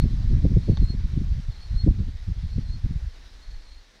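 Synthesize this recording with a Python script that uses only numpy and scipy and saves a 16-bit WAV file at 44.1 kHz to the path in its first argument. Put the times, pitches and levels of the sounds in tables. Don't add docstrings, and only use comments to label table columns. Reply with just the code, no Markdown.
import sys
import numpy as np
from scipy import signal
from scipy.fft import rfft, irfft
from scipy.io import wavfile
from scipy.ndimage import uniform_filter1d

SR = 44100
rng = np.random.default_rng(int(sys.argv[2]) if len(sys.argv) > 2 else 0)


def undo_db(level):
    steps = np.asarray(level, float) / 20
    return 10 ** steps


def dump(signal):
    limited = np.clip(np.atleast_2d(signal).T, -1, 1)
    pcm = np.round(limited * 32767).astype(np.int16)
    wavfile.write(sys.argv[1], SR, pcm)


N = 176400

# (time [s], level [dB], eddy corner [Hz])
BREEZE = [(0, -21, 51), (.22, -19, 46), (.58, -24, 77), (0.629, -26.5, 49), (.86, -26, 44),
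          (1.38, -23.5, 40), (1.45, -28, 29.4), (1.68, -30.5, 31), (1.94, -22, 49), (2.11, -29.5, 29),
          (2.26, -23.5, 21), (2.62, -24, 36.4), (2.99, -36.5, 42), (3.11, -34.5, 22), (3.42, -39, 23),
          (3.62, -37, 21), (3.78, -29.5, 12.5), (3.84, -48.5, 20)]
# (start [s], level [dB], eddy corner [Hz], length [s])
GUSTS = [(0.034, -11.5, 82.4, 0.054), (0.123, -16.5, 52.4, 0.053), (0.248, -11.5, 53, 0.063),
         (0.301, -13.5, 76.3, 0.13), (0.444, -4, 110.4, 0.046), (0.502, -11.5, 80.6, 0.06),
         (0.563, -4.5, 122.4, 0.027), (0.684, -13, 131, 0.044), (0.788, -12, 68.5, 0.09),
         (0.899, -17.5, 67, 0.022), (0.935, -19.5, 81, 0.026), (0.985, -20.5, 59, 0.053),
         (1.134, -4.5, 61, 0.014), (1.163, -15.5, 82, 0.051), (1.209, -18, 86, 0.029),
         (1.308, -16, 50.4, 0.045), (1.371, -22, 60.6, 0.038), (1.487, -13, 37.7, 0.015),
         (1.717, -15.5, 43, 0.13), (1.839, -2, 67.6, 0.016), (1.871, -5.5, 154, 0.032),
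         (1.983, -20, 80, 0.084), (2.068, -22.5, 65.8, 0.057), (2.283, -15.5, 61, 0.058),
         (2.431, -17.5, 48.3, 0.056), (2.554, -30.5, 83, 0.11), (2.675, -24, 50, 0.066),
         (2.842, -11.5, 74.4, 0.034), (2.893, -22.5, 66, 0.07), (3.04, -25, 37.4, 0.051),
         (0.098, -27, 81, 0.054), (0.711, -16.5, 123, 0.046), (1.035, -17, 52, 0.041),
         (2.14, -17, 25, 0.027), (2.581, -12.5, 87, 0.01), (2.727, -26, 57.5, 0.085),
         (2.949, -17, 45, 0.042), (3.236, -40, 19, 0.12), (2.366, -26.5, 54, 0.042),
         (1.267, -21.5, 50, 0.059), (1.894, -17, 91, 0.023), (3.487, -23.5, 26.3, 0.11),
         (3.709, -29, 11, 0.067), (3.753, -33, 18, 0.046)]
# (time [s], pressure [full scale], width [s])
JOLTS = [(0.0409, -0.47, 0.0018), (0.279, -0.28, 0.0052), (0.351, 0.42, 0.003), (0.453, -0.18, 0.00075),
         (0.467, 0.45, 0.0044), (0.552, -0.4, 0.0053), (0.569, -0.29, 0.00087), (.573, 0.6, 0.002),
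         (.702, -0.55, 0.0023), (0.804, -0.42, 0.0044), (1.177, 0.27, 0.0014), (1.766, 0.26, 0.0055),
         (1.842, 0.35, 0.003), (1.88, -0.21, 0.0015), (1.901, 0.3, 0.0039), (2.005, 0.22, 0.0021),
         (2.321, -0.18, 0.0034), (2.564, -0.2, 0.0025), (2.594, -0.15, 0.0018), (2.848, -0.24, 0.0036),
         (2.911, 0.13, 0.0016), (2.961, 0.17, 0.0025), (3.045, 0.07, 0.0031), (0.4457, -0.32, 0.0017),
         (.508, -0.13, 0.0017), (.54, 0.16, 0.0019), (0.5869, -0.27, 0.0023), (.6965, -0.26, 0.00088),
         (0.724, -0.15, 0.0018), (0.7349, 0.24, 0.0019), (0.8272, -0.11, 0.0011), (.9506, 0.12, 0.0017),
         (1.14, 0.18, 0.004), (1.1824, -0.11, 0.0022), (1.3233, 0.22, 0.003), (1.3688, .11, 0.0027),
         (1.4997, .12, 0.0033), (1.7463, 0.12, 0.0022), (1.8654, 0.16, 0.00095), (1.8691, 0.18, 0.0013),
         (1.874, -0.35, 0.00093), (1.399, 0.079, 0.0018), (1.218, -0.13, 0.0013), (1.889, -0.2, 0.0036),
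         (1.9107, -0.18, 0.0014), (1.92, -0.19, 0.0034), (2.3015, -0.086, 0.0024), (2.439, .11, 0.0021),
         (2.4501, 0.092, 0.0029), (3.029, 0.081, 0.0045), (3.069, 0.062, 0.0042), (3.079, -0.08, 0.0044),
         (3.536, 0.031, 0.0048), (3.72, -0.021, 0.0061)]
# (start [s], length [s], level [dB], pitch [Hz], glide [Hz/s])
SQUEAKS = [(-.06, .13, -47.5, 4290, 0), (.607, .055, -60, 4200, 1803), (.645, .035, -62, 4200, -2),
           (.87, .05, -59, 4170, 0), (.665, 0.18, -58.5, 4420, -450), (.79, 0.12, -53, 4170, -4),
           (.862, 0.093, -45, 4280, -5), (1.515, .03, -58, 4250, 0), (1.595, 0.085, -53, 4355, 0),
           (1.67, 0.11, -61, 4170, 0), (1.74, 0.079, -54.5, 4160, 1), (1.763, .095, -44, 4290, 7),
           (1.89, .05, -62, 4165, 0), (2.44, .055, -64, 4220, 1500), (2.522, .03, -55, 4345, 3),
           (2.525, .028, -64, 4180, 0), (2.6, 0.06, -64.5, 4370, 0), (2.635, 0.13, -57.5, 4190, 0),
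           (2.703, 0.076, -51, 4280, 0), (3.405, 0.065, -60, 4270, 600), (3.499, 0.038, -58, 4360, 0),
           (3.525, 0.037, -59, 4360, 600), (3.63, 0.15, -62, 4140, 500), (3.71, .03, -58, 4290, 0),
           (3.75, 0.074, -62, 4280, -3)]
MODES_HZ = [4178, 4290, 4351]
OCTAVES_DB = [-20, -40, -30]
# (start [s], length [s], level [dB], pitch [Hz])
SCRAPES = [
    (0.604, 0.24, -60.5, 4300),
    (1.495, 0.25, -62.5, 4190),
    (3.64, 0.13, -61, 4180),
    (2.397, 0.15, -65, 4280),
    (2.514, 0.11, -62.5, 4260),
    (3.378, 0.34, -64.5, 4210),
]
# (frequency [Hz], level [dB], T60 [s])
LINK_MODES = [(640, -9, .02), (860, -3, .018), (1080, -1, .012), (1450, -5, .012), (2200, -11, .01),
              (2900, -12, .008), (3560, -11, .03), (3750, -6, .03), (3950, 4, .007), (4350, -2, .007),
              (6100, -9, .006)]
# (frequency [Hz], density [dB per Hz])
LEAF_SPECTRUM = [(150, 1.5), (1300, -7), (1850, -3.5), (2900, -9.5), (3900, -4.5), (5800, -10),
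                 (7300, -19.5), (15600, -36.5)]
# (time [s], level [dB])
RUSTLE = [
    (0.1, -57.5),
    (0.36, -58),
    (1.781, -59.5),
    (2.02, -60.5),
    (3.35, -60),
    (4.0, -63),
]


def evened(x):
    return x / np.sqrt(np.mean(x ** 2) + 1e-20)


def add(mix, time_s, sound):
    at = round(time_s * SR)
    part = mix[max(at, 0):][:len(sound) + min(at, 0)]
    part += sound[max(-at, 0):][:len(part)]


def wander(count, smooth_s):
    hz = np.fft.rfftfreq(count, 1 / SR)
    return evened(irfft(rfft(rng.standard_normal(count)) * np.exp(-(hz * smooth_s) ** 2), count))


def eddies(hz, level_db, corner_hz):
    fall_db, bend = 7.5, 0.92
    return undo_db(2 * (level_db - fall_db * (hz / corner_hz) ** bend)) / corner_hz


def wind_power(centre_hz, t):
    lump_db, lump_s = 1.3, 0.015
    lead, slack = 0.43, 0.36
    centre_hz = centre_hz[:, None]
    s, level_db, corner_hz = np.transpose(BREEZE)
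    lumps_db = lump_db * wander(N, lump_s * 3)[::32]
    breeze_db = np.interp(t, s, level_db) + lumps_db
    breeze_hz = np.interp(t, s, corner_hz) * undo_db(0.5 * lumps_db)
    power = eddies(centre_hz, breeze_db, breeze_hz)
    for start_s, gust_db, gust_hz, length_s in GUSTS:
        arch = np.sin(np.pi * np.clip(((t - start_s) / length_s + lead) / (1 + lead), 0, 1))
        power += arch ** 2 * eddies(centre_hz, gust_db, gust_hz * (slack + (1 - slack) * arch ** 2))
    return power


def wind():
    even, low_cut_hz = 0.4, 23.3
    opening_push, opening_s = 0.3, 0.003
    centre_hz = np.geomspace(16, 1600, num=21)
    t, hz = np.arange(0, N, 32) / SR, np.fft.rfftfreq(N, 1 / SR)
    noise = rfft(rng.standard_normal(N))
    step = np.log(centre_hz[1] / centre_hz[0])
    out = np.zeros(N)
    for c, p in zip(centre_hz, wind_power(centre_hz, t)):
        window = np.cos(np.pi / 2 * np.clip(np.log(hz / c + 1e-9) / step, -1, 1)) ** 2
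        band = irfft(noise * window, N)
        slow = np.sqrt(abs(uniform_filter1d(band ** 2, size=int(3 * SR / c))) + 1e-12)
        out += evened(band / slow ** even) * np.sqrt(c * step * np.interp(np.arange(N) / SR, t, p))
    out = signal.sosfilt(signal.butter(2, low_cut_hz, "high", fs=SR, output="sos"), out)
    u = np.arange(round(2 * opening_s * SR)) / SR / opening_s
    add(out, 0, (opening_push - out[0]) * np.cos(np.pi / 4 * u) ** 2)
    return out


def jolts(air):
    rebound, hush = 0.78, 0.75
    out, calm = np.zeros(N), np.zeros(N)
    for time_s, pressure, width_s in JOLTS:
        u = np.arange(-1500, 1500) / SR / width_s
        start_s = time_s - 1500 / SR
        add(out, start_s, pressure * (1 - rebound * u ** 2) * np.exp(-u ** 2 / 2))
        add(calm, start_s, np.exp(-u ** 2 / 8))
    return out + (1 - hush * np.tanh(2 * calm)) * air


def squeak(length_s, level_db, pitch_hz, glide_hz_per_s):
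    waver_hz, flutter_db = 5, 1.8
    t = np.arange(0, length_s, 1 / SR)
    hz = pitch_hz + glide_hz_per_s * t + waver_hz * wander(8192, 0.026)[:len(t)]
    phase = 2 * np.pi * np.cumsum(hz) / SR
    mode = np.argmin(abs(pitch_hz - np.array(MODES_HZ)))
    tone = np.sin(phase) + undo_db(OCTAVES_DB[mode]) * np.sin(2 * phase)
    swell = np.sin(np.pi * (t / length_s) ** 0.8) ** 1.96
    level = undo_db(level_db + flutter_db * wander(8192, 0.016)[:len(t)])
    return swell * level * np.sqrt(2) * tone


def scrape(length_s, level_db, pitch_hz):
    width_hz, rise_hz_per_s = 150, 390
    t, hz = np.arange(0, length_s, 1 / SR), np.fft.fftfreq(16384, 1 / SR)
    spectrum = np.fft.fft(rng.standard_normal(16384)) * np.exp(-(hz / width_hz) ** 2)
    slips = np.fft.ifft(spectrum)[:len(t)].real
    fuzz = evened(slips * np.cos(2 * np.pi * (pitch_hz * t + rise_hz_per_s * t ** 2 / 2)))
    level = undo_db(level_db + 1.1 * wander(16384, 0.018)[:len(t)])
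    return np.sqrt(np.sin(np.pi * t / length_s)) * level * fuzz


def tick():
    tick_s, tick_db = 0.7721, -30.5
    rebound_s, rebound_db = 0.0036, -9
    t, out = np.arange(3000) / SR, np.zeros(N)
    ring = sum(undo_db(db - 60 * t / t60_s) * np.sin(2 * np.pi * hz * t) for hz, db, t60_s in LINK_MODES)
    ring = ring * np.sin(np.pi / 2 * np.minimum(t / 0.0008, 1)) ** 2
    add(out, tick_s, undo_db(tick_db) * ring)
    add(out, tick_s + rebound_s, undo_db(tick_db + rebound_db) * ring)
    return out


def wheel():
    out = tick()
    for start_s, *settings in SQUEAKS:
        add(out, start_s, squeak(*settings))
    for start_s, *settings in SCRAPES:
        add(out, start_s, scrape(*settings))
    return out


def leaves():
    rustle_up_db, patch_db, flicker_db = 4.5, 1.02, 0.5
    thin_db_per_s, thin_hz = 0.72, 900
    frames, hz = N // 128 + 5, np.fft.rfftfreq(512, 1 / SR)
    a, b, patches = rng.standard_normal((frames, 257, 3)).T
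    patches = evened(uniform_filter1d(uniform_filter1d(patches, size=6, axis=0), size=20, axis=1))
    flicker = evened(uniform_filter1d(rng.standard_normal(frames), size=8))
    f, db = np.transpose(LEAF_SPECTRUM)
    colour_db = np.interp(np.log(hz + 1), np.log(f), db) - 40 * (hz < 90)
    frame_s = np.arange(frames) * 128 / SR
    thin_db = thin_db_per_s * frame_s / (1 + (hz[:, None] / thin_hz) ** 2)
    cell_db = colour_db[:, None] - thin_db + patch_db * patches + flicker_db * flicker
    hiss = signal.istft((a + 1j * b) * undo_db(cell_db), nperseg=512, noverlap=384)[1][:N]
    s, level_db = np.transpose(RUSTLE)
    return evened(hiss) * undo_db(rustle_up_db + np.interp(np.arange(N) / SR, s, level_db))


def scene():
    return (jolts(wind()) + wheel() + leaves())[None]


def top_cut(x):
    return signal.sosfilt(signal.butter(12, 15710, fs=SR, output="sos"), x)


def record(dry):
    return top_cut(dry)


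dry = scene()
out = record(dry)
dump(out)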